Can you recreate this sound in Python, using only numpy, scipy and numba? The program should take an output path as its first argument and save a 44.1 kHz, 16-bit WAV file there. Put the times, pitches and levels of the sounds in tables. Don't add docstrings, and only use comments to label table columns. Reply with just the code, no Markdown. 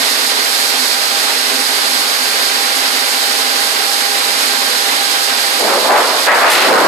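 import sys
import numpy as np
from scipy import signal
from scipy.fft import irfft
from scipy.io import wavfile
from scipy.ndimage import uniform_filter1d, minimum_filter1d
from numba import njit

SR = 44100
rng = np.random.default_rng(int(sys.argv[2]) if len(sys.argv) > 2 else 0)


def waveform_to_disk(signal):
    frames = np.transpose(np.atleast_2d(signal))
    scaled = np.clip(frames, -1, 1) * 32767
    samples = np.round(scaled).astype(np.int16)
    wavfile.write(sys.argv[1], SR, samples)


N = 302967
TIME, FREQ = np.arange(N) / SR, np.fft.rfftfreq(N, 1 / SR) + 1e-3
PORT_LAG_S = 16.5 / SR


# (frequency [Hz], relative density [dB])
ROAR_SPECTRUM = [(40, -85), (70, -72), (110, -55), (160, -29), (210, -13), (260, -4.5), (320, -7.5),
                 (500, -1.5), (800, -1), (1300, 3), (2000, 2), (2700, -1), (4000, 1.5), (5600, -30),
                 (6600, -23)]
# (frequency [Hz], coherence [0-1], left minus right [dB])
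ROAR_STEREO = [(100, 0, 16), (264, 0.77, -6), (640, 0.6, -2.5), (960, 0.57, -3), (1700, 0.39, -1.5),
               (2680, 0.28, -4.5), (5000, 0.35, -3.5)]

def rollers(roar_db=-16.0, wander_db=0.89, direct_hz=850):
    coherence, balance_db = over_freq(ROAR_STEREO)
    lag = PORT_LAG_S / (1 + (direct_hz / FREQ) ** 6)
    colour = undb(over_freq(ROAR_SPECTRUM)[0])
    roar = irfft(ports(coherence, lag) * colour * pan(balance_db), N)
    return level(roar, roar_db) * undb(wander_db * walk(27.0))


# (frequency [Hz], relative density [dB])
SIZZLE_SPECTRUM = [(2200, -39), (3200, -9), (3900, 3), (4500, 7), (5100, 4), (5900, -1.5), (6500, -20.5)]
# (frequency [Hz], relative density [dB], left minus right [dB])
HISS_SPECTRUM = [(5270, -46, -4), (6170, -0.5, -11), (8700, -0.5, -8), (9700, -2, -10.5), (12000, -3, -5.5),
                 (13700, -5, 0), (14400, -32.5, -13)]

def strip(rub_db=-16.5, ease_db_per_s=0.18, coil_hz=2.6, turn_db=0.4, flutter_db=0.66):
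    sizzle_colour = undb(over_freq(SIZZLE_SPECTRUM)[0])
    sizzle = irfft(ports(coherence=0.081, lag_s=PORT_LAG_S) * sizzle_colour, N) * pan(-10)
    hiss_db, balance_db = over_freq(HISS_SPECTRUM)
    hiss = irfft(ports(coherence=0.97) * undb(hiss_db) * pan(balance_db), N)
    turn = np.cos(2 * np.pi * coil_hz * (TIME - .12))
    rubbing = undb(rub_db - ease_db_per_s * TIME + turn_db * turn + flutter_db * walk(17))
    return rubbing * (level(sizzle, 0) + level(hiss, -4) * undb(0.46 * walk(7.9)))


# (start [s], rise [s], hold [s], level [dB], lower edge [Hz], upper edge at full speed [Hz])
AIR_GUSTS = [ (5.581, 0.04, 0.19, -15, 398, 730), (5.657, 0.035, 0.025, -12.5, 680, 1380),
             (5.835, 0.02, 0.03, -14, 520, 950), (5.886, 0.0063, 0.038, -3.5, 534, 1060),
             (5.896, 0.012, 0.062, -7.5, 950, 1630), (6.06, 0.041, 0.095, -17, 448, 1130),
             (6.264, 0.022, 0.038, -0.5, 553, 1950), (6.285, 0.01, 0.018, -9, 1450, 2100),
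             (6.405, 0.037, 0.041, -4.5, 606, 1940), (6.494, .006, 0.034, -5, 1700, 10000),
             (6.473, 0.014, 0.16, -7, 393, 4600), (6.626, 0.11, .2, -4, 335, 1520)]
# (frequency [Hz], relative gain [dB])
PORT_RESPONSE = [(250, 2.5), (520, 4), (1000, 3), (1700, 1.5), (2700, 0), (4300, -3), (6000, -9),
                 (12000, -4)]
# (frequency [Hz], coherence [0-1], left minus right [dB])
WIND_STEREO = [(300, 0.87, -1.5), (750, 0.67, 0.5), (1260, 0.52, 0.5), (3000, 0.4, 0), (9100, 0.7, -2)]

def wind(buffet_db=1.14, low_cut_hz=180, edge_exponent=0.13):
    coherence, balance_db = over_freq(WIND_STEREO)
    colour = undb(over_freq(PORT_RESPONSE)[0])
    air = level(irfft(ports(coherence) * colour * pan(balance_db), N), 0)
    hz, t, bands = signal.stft(air, SR, nperseg=512)
    power = 0
    for start, rise, hold, db, low_hz, high_hz in AIR_GUSTS:
        speed = air_speed(t - start, rise, hold, high_hz)
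        edge_hz = 1 + high_hz * speed ** edge_exponent
        band_share = np.average(eddies(FREQ, low_hz, high_hz) ** 2, weights=colour ** 2)
        gust = undb(db) * speed * eddies(hz[:, None] + 1, low_hz, edge_hz)
        power = power + gust ** 2 / band_share
    rush = signal.istft(bands * np.sqrt(power), SR, nperseg=512)[1][:, :N]
    low_cut = signal.butter(8, low_cut_hz, "high", fs=SR, output="sos")
    return signal.sosfilt(low_cut, rush * undb(buffet_db * walk(51)))


def air_speed(age, rise, hold, high_hz, surge_db=1, settle_s=0.012, sag_db_per_s=10.5):
    fall_s = 0.094 * (1400 / high_hz) ** 0.46
    since_peak = np.maximum(age - rise, 0)
    sag = undb(surge_db * np.exp(-since_peak / settle_s) - sag_db_per_s * since_peak)
    decay = np.exp(-np.maximum(since_peak - hold, 0) / fall_s)
    return np.clip(age / rise, 0, 1) * sag * decay


def eddies(hz, low_hz, high_hz, peak_db=3, hiss_db=-40):
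    lower_slope = 1 / np.sqrt(1 + (low_hz / hz) ** 5.12)
    upper_slope = 1 / np.sqrt(1 + (hz / high_hz) ** 5.48)
    shedding = undb(peak_db * np.exp(-(np.log(hz / (0.95 * high_hz)) / 0.051) ** 2))
    return lower_slope * (upper_slope * shedding + undb(hiss_db))


# (start [s], length [s], level [dB], first pitch [Hz], last pitch [Hz])
VORTEX_TONES = [ (5.67, 0.056, -17, 695, 686), (5.758, 0.08, -26, 625, 477), (5.885, 0.071, -16, 613, 585),
                (5.9, 0.113, -11, 800, 890), (6.07, 0.064, -19, 950, 1030), (6.283, 0.041, -4, 1840, 2020),
                (6.275, 0.04, -3, 1660, 1640), (6.305, 0.057, -8, 1362, 1330),
                (6.411, 0.077, -13, 1165, 1274), (6.46, 0.061, -9, 703, 636), (6.70, 0.045, -10, 516, 540),
                (6.724, 0.047, -7, 989, 1072)]

def whistles(hoarseness=0.47, hoarse_hz=70):
    rough = roughness(hoarseness, hoarse_hz)
    out = np.zeros((2, N))
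    for start, length, db, first_hz, last_hz in VORTEX_TONES:
        span = (TIME > start) & (TIME < start + length)
        progress = (TIME[span] - start) / length
        pitch_hz = first_hz + (last_hz - first_hz) * progress
        phase = 2 * np.pi * (np.cumsum(pitch_hz) / SR + rng.random())
        tone = np.real(np.exp(1j * phase) * rough[:, span])
        out[:, span] += undb(db) * np.sin(np.pi * progress) * tone
    return out


def gear_mesh(mesh_hz=800, wobble_hz=0.27, start_db=-32.5, full_load_s=5.4):
    growth_db_per_s, ease_db_per_s = 0.8, 8
    phase = 2 * np.pi * np.cumsum(mesh_hz + wobble_hz * walk(6.4)) / SR
    whine = np.real(np.exp(1j * phase) * roughness(depth=0.62, rate_hz=22))
    growth_db = growth_db_per_s * np.minimum(TIME, full_load_s)
    ease_db = ease_db_per_s * np.maximum(TIME - full_load_s, 0)
    return level(whine, start_db) * undb(growth_db - ease_db) * pan(-4)


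# (frequency [Hz], half-width [Hz], relative level [dB], left minus right [dB])
FRAME_MODES = [(257, 16.5, -35, -3), (408, 11, -39, -3), (506, 16, -39.5, -4), (660, 16, -39.5, -4),
               (1570, 69, -40.5, -13), (1860, 11, -41.5, -16), (2040, 25, -33.5, 5)]

def frame(ring_db=-33.0, unrest_db=3.0, lowest_hz=190):
    modes = sum(undb(db) * pan(pan_db) / np.sqrt(width) / (1 + ((FREQ - hz) / width) ** 2)
                for hz, width, db, pan_db in FRAME_MODES)
    radiation = 1 / (1 + (lowest_hz / FREQ) ** 4)
    coherence = over_freq(ROAR_STEREO)[0]
    ringing = irfft(ports(coherence) * modes * radiation, N)
    return level(ringing, ring_db) * undb(unrest_db * walk(14))


# (frequency [Hz], level [dB], left minus right [dB])
DRIVE_TONES = [(261.5, -46.5, 1), (420, -41, -1), (1496, -50, -7), (1571, -41, -8), (1582, -41, -10),
               (1590, -46, 0)]

def hum(fade_db=0.5):
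    out = 0
    for hz, db, pan_db in DRIVE_TONES:
        tone = np.sqrt(2) * np.sin(2 * np.pi * (hz * TIME + rng.random()))
        out = out + tone * undb(db + fade_db * walk(1.4)) * pan(pan_db)
    return out


# (time [s], level [dB], left minus right [dB])
LOW_THUDS = [(0.36, -44, -6), (0.53, -42, -6), (1.79, -46, -6), (2.1, -48, -6), (2.74, -50, -6),
             (3.83, -43, -6), (5.615, -43, -6), (5.985, -44, -6), (6.47, -25, 8), (6.521, -30, -6),
             (6.63, -36, -9), (6.82, -41, -11)]

def thuds(thud_hz=70, decay_s=0.0092):
    out = 0
    for start, db, pan_db in LOW_THUDS:
        age = np.clip(TIME - start, 0, .5)
        swing = np.sin(2 * np.pi * thud_hz * age) * np.exp(-age / decay_s)
        out = out + undb(db) * swing * pan(pan_db)
    return out


def undb(db):
    return 10 ** (np.asarray(db) / 20)


def level(x, db):
    return x * undb(db) / np.sqrt(np.mean(x ** 2))


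def over_freq(rows):
    hz, *columns = np.transpose(rows)
    return [np.interp(np.log(FREQ), np.log(hz), c) for c in columns]


def pan(db):
    return undb(np.array([[.5], [-.5]]) * db)


def white(count):
    return rng.standard_normal((count, len(FREQ))) + 1j * rng.standard_normal((count, len(FREQ)))


def ports(coherence, lag_s=0):
    delay = np.exp(-2j * np.pi * FREQ * lag_s * np.array([[1], [0]]))
    return np.sqrt(coherence) * white(1) * delay + np.sqrt(1 - coherence) * white(2)


def walk(rate_hz):
    return level(irfft(white(1)[0] * np.exp(-(FREQ / rate_hz) ** 2), N), 0)


def roughness(depth, rate_hz):
    return 1 + depth * np.array([walk(rate_hz) + 1j * walk(rate_hz) for port in range(2)])


@njit
def follow(power, attack, release):
    out, envelope = np.empty(len(power)), 0.
    for i in range(len(power)):
        envelope += (power[i] - envelope) * (attack if power[i] > envelope else release)
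        out[i] = envelope
    return out


def limit(x, ceiling=.93, size=71):
    safe_gain = 1 / np.maximum(np.abs(x).max(axis=0) / ceiling, 1)
    held_gain = minimum_filter1d(safe_gain, 2 * size)
    return x * uniform_filter1d(uniform_filter1d(held_gain, size), size)


def scene():
    machine = rollers() + strip() + frame() + hum() + gear_mesh()
    return machine + wind() + whistles() + thuds()


def record(dry, threshold_db=-11.5, squeeze=0.31, attack_s=0.0052, release_s=0.026):
    power = follow(np.mean(dry ** 2, axis=0), 1 / (attack_s * SR), 1 / (release_s * SR))
    gain = np.maximum(np.sqrt(power) / undb(threshold_db), 1) ** -squeeze
    gain = uniform_filter1d(uniform_filter1d(gain, size=300), size=300)
    bass_cut = signal.butter(2, 90, "high", fs=SR, output="sos")
    top_cut = signal.ellip(12, .1, 70, 14650, fs=SR, output="sos")
    return signal.sosfilt(top_cut, signal.sosfilt(bass_cut, limit(dry * gain)))


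dry = scene()
out = record(dry)
waveform_to_disk(out)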